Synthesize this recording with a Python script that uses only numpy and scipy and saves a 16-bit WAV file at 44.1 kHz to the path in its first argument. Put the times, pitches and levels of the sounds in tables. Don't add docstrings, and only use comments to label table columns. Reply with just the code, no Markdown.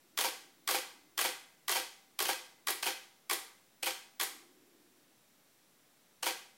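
import sys
import numpy as np
from scipy import signal
from scipy.fft import rfft, irfft, next_fast_len
from scipy.io import wavfile

SR = 44100
rng = np.random.default_rng(int(sys.argv[2]) if len(sys.argv) > 2 else 0)


def to_wav(s):
    ch = np.atleast_2d(s).T
    pcm = np.round(np.clip(ch, -1, 1) * 32767)
    wavfile.write(sys.argv[1], SR, pcm.astype(np.int16))


N = 290114

# freq_hz, relative_db (per Hz)
HISS_SPECTRUM = [(26, -55), (45, -5.5), (149, -0.5), (275, -4), (311, -6.5), (438, -9.5), (573, -11),
                 (788, -13), (959, -14.5), (4590, -18), (15600, -21.5)]
# time_s, level_db
RUSTLE_LEVEL = [(0, -75), (.5, -69), (1, -68.5), (1.5, -82), (2.9, -74), (3.8, -86), (4.2, -83),
                (4.35, -64), (4.68, -66), (4.92, -69.5), (5.3, -84), (6.58, -92)]
# opens_s, closes_s
EXPOSURES = [(.1756, .2073), (.6762, .7077), (1.1777, 1.2107), (1.6812, 1.72), (2.1905, 2.2527),
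             (2.6711, 2.8269), (3.2977, 3.8282), (4.1988, 6.228)]
# train, delay_s, snap_db, tick_db, knock_db, dull_above_hz,
# loss_per_rebound_db (snap and tick), knock_loss_per_rebound_db
MECHANISM_BLOWS = [("opening", -.0002, -28.5, -28, -36, 8000, 8, 1),
                   ("opening", .0083, -40, -35, -37, 1300, 9, 6),
                   ("opening", .0124, -25, -28, -27, 1800, 10, 0),
                   ("opening", .0175, -37, -35, -24, 900, 1, 5),
                   ("opening", .0312, -33.5, -34, -24.5, 700, 10, 8),
                   ("opening", .0352, -31, -22, -30, 1100, 13, 5),
                   ("closing", -.0003, -34, -40, -28, 2500, 3, 10),
                   ("closing", .0036, -29.5, -32, -33, 3900, 13, 9),
                   ("closing", .0168, -41, -35, -42, 1500, 4, 0),
                   ("closing", .0311, -36, -29, -35, 4000, 8, 2),
                   ("closing", .0366, -34, -36, -23, 1400, 6, 5),
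                   ("closing", .0396, -31, -31, -30.5, 2700, 6, 1),
                   ("closing", .0456, -33, -35, -30, 2000, 3, 1),
                   ("closing", .055, -38, -39, -26, 600, 2, 1),
                   ("closing", .0783, -33.5, -42, -37, 2500, 10, 5)]
# freq_hz, relative_db (per Hz)
SNAP_COLOUR = [(600, -17), (1500, -2.5), (3000, 0.5), (5000, -0.5), (7000, -3.5), (9000, -3.5),
               (11000, -13.5), (15500, -13.5)]
# freq_hz, relative_db (per Hz)
BLADE_COLOUR = [(6000, -58), (8500, -8), (10000, -5.5), (11600, -2.5), (13500, -6.5), (15500, -8)]
# pitch_hz, width_hz, opening_db, closing_db (relative)
BODY_MODES = [(355.5, 64.3, -5.5, -7.5), (464, 44, -6.5, -8), (509.3, 24, -9, -0.5), (785, 83, -2, -1),
              (948, 36, 0.5, 0.5), (1123, 117, 3, -4.5), (1602, 112, -0.5, 1), (1945, 88, 4.5, -0.5),
              (2356, 250, 1, -3), (2530, 19, -2, 7.5), (3154, 245, 0, 3), (3473, 92, 2, 1.5),
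              (4300, 160, -15, 2.5)]
# pitch_hz, level_db (before each slap's own level), t60_s
METAL_MODES = [(778, -57.5, .9), (2050, -58.5, .8)]
# freq_hz, t60_s
ROOM_DECAY = [(250, 0.3), (660, 0.55), (1740, 0.5), (4600, 0.49), (8000, 0.49), (13000, 0.38)]
# freq_hz, relative_db
WALL_COLOUR = [(200, 2.5), (700, -8.5), (2000, -4), (5000, -1.9), (9000, -4), (12000, -3), (15000, -6.5)]

BLOW_T60_S, KNOCK_T60_S = .01, .006
REBOUND_S, GAP_GROWS, T60_GROWS, DULLS = .0023, 1.7, 1.3, .7
STIR_LEAD_S, STIR_DB, STIR_T60_S = .0033, -52.5, .06
LEAD_IN_S = .01
SHELF_HZ, TOP_HZ = 15800, 16800
OFFSET = -.0001


def amp(db):
    return 10 ** (np.asarray(db) / 20)


def unit(x):
    return x / np.sqrt(np.mean(x ** 2) + 1e-20)


def along(points, hz):
    f, v = np.transpose(points)
    return np.interp(np.log(hz + 1), np.log(f + 1), v)


def filtered(x, response):
    m = next_fast_len(len(x) + SR // 4)
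    return irfft(rfft(x, m) * response(np.fft.rfftfreq(m, 1 / SR)), m)[:len(x)]


def varied(habit, fresh):
    fresh = np.clip(fresh, 0, 1)
    return np.sqrt(1 - fresh ** 2) * habit + fresh * rng.standard_normal(habit.shape)


def room_tone():
    def comb(f):
        return 1 + 0.16 * np.clip(f / 6000, 0, 1) * np.cos(2 * np.pi * f / 1900)

    hiss = unit(filtered(rng.standard_normal(N), lambda f: amp(along(HISS_SPECTRUM, f)) * comb(f)))
    rustle = unit(filtered(rng.standard_normal(N), lambda f: 1 / (1 + ((f - 310) / 60) ** 2)))
    time_s, level_db = np.transpose(RUSTLE_LEVEL)
    rustle_db = np.interp(np.arange(N) / SR, time_s, level_db)
    return amp(-66) * hiss + amp(rustle_db) * rustle


def contacts(name, count=4):
    blows = [row[1:] for row in MECHANISM_BLOWS if row[0] == name]
    rows = [(len(blows), -STIR_LEAD_S, STIR_DB, STIR_DB, STIR_DB - 8, 3000, STIR_T60_S)]
    for i, (delay, snap_db, tick_db, knock_db, dull_hz, loss_db, knock_loss_db) in enumerate(blows):
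        for k in range(count):
            later = REBOUND_S * sum(GAP_GROWS ** j for j in range(k))
            rows.append((i, delay + later, snap_db - k * loss_db, tick_db - k * loss_db,
                         knock_db - k * knock_loss_db, dull_hz * DULLS ** k, BLOW_T60_S * T60_GROWS ** k))
    return rows


def train(touches, noise):
    t = np.arange(noise.shape[-1]) / SR - LEAD_IN_S
    rows = np.zeros((len(noise[0]), len(t)))
    for blow, delay, snap_db, tick_db, knock_db, dull_hz, t60 in touches:
        snap_noise, tick_noise, knock_noise = noise[blow]
        since = np.maximum(t - delay, 0)
        rise = 1 - np.exp(-(since / .0004) ** 2)
        rows[0] += rise * amp(snap_db - 60 * since / t60) * snap_noise
        rows[1] += rise * amp(tick_db - 60 * since / t60) * tick_noise
        knock = rise * amp(knock_db - 60 * since / KNOCK_T60_S) * knock_noise
        pole = np.exp(-2 * np.pi * dull_hz / SR)
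        rows[2] += signal.lfilter([(1 - pole) ** 2], [1, -2 * pole, pole ** 2], knock)
    return rows


def body(column):
    def response(f):
        total = 0
        for k, row in enumerate(BODY_MODES):
            pitch, width = row[:2]
            mode = 1j * f * width / (pitch ** 2 - f * f + 1j * f * width)
            total = total + (-1) ** k * amp(row[column]) * mode
        return total
    return response


def room(blows, noise):
    padding = noise.shape[1] - blows.shape[1]
    hz, t, z = signal.stft(np.pad(blows, ((0, 0), (0, padding))), SR, nperseg=128)
    loss_db = 60 * t / along(ROOM_DECAY, hz)[:, None]
    decay = amp(along(WALL_COLOUR, hz)[:, None] - loss_db) ** 2
    decay = decay * (1 + amp(3.5 - 60 * t / 0.3) ** 2)
    decay = decay * (1 - np.exp(-np.maximum(t - .004, 0) / 0.002)) * t[1]
    energy = np.abs(signal.fftconvolve(np.abs(z) ** 2, decay[None], axes=2)[..., :len(t)])
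    grain = signal.stft(noise, SR, nperseg=128)[2]
    scattered = np.sqrt(energy) * grain / np.std(grain)
    return signal.istft(scattered, SR, nperseg=128)[1][:, :noise.shape[1]]


def shutter():
    out, size = np.zeros(N + SR), SR // 2 + SR // 5
    for k, name in enumerate(("opening", "closing")):
        touches = contacts(name)
        habit = rng.standard_normal((len(MECHANISM_BLOWS), 3, SR // 7))
        walls = rng.standard_normal((3, size))
        heard = np.zeros((3, N + SR))
        for exposure in EXPOSURES:
            blows = train(touches, varied(habit, .6))
            start = round((exposure[k] - LEAD_IN_S) * SR)
            heard[:, start:start + blows.shape[1]] += blows
            heard[:, start:start + size] += amp(15) * room(blows, varied(walls, 0.68))
        snaps, ticks, knocks = heard
        out += filtered(snaps, lambda f: amp(9.5 + along(SNAP_COLOUR, f)))
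        out += filtered(ticks, lambda f: amp(10 + along(BLADE_COLOUR, f)))
        out += amp(23.5) * filtered(knocks, body(column=2 + k))
    return out[:N]


def metal():
    out, t = np.zeros(N + 2 * SR), np.arange(SR) / SR
    swell = 1 - np.exp(-t / 0.0073)
    for opens, closes in EXPOSURES:
        for slap_s, slap_db in ((opens + 0.011, -1.5), (closes + .038, 0)):
            ring = np.zeros(SR)
            for hz, level, t60 in METAL_MODES:
                ring_db = level + slap_db + rng.normal(0, 0.21) - 60 * t / t60
                ring += amp(ring_db) * np.sin(2 * np.pi * hz * t)
            out[round(slap_s * SR):][:SR] += ring * swell
    return out[:N]


def scene():
    return (room_tone() + shutter() + metal())[None]


def record(dry):
    def bass(f):
        return (1j * f / (1j * f + 200)) ** 2

    def top(f):
        return np.where(f < SHELF_HZ, 1, amp(-38)) * (f < TOP_HZ)

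    return OFFSET + filtered(dry[0], lambda f: bass(f) * top(f))[None]


dry = scene()
out = record(dry)
to_wav(out)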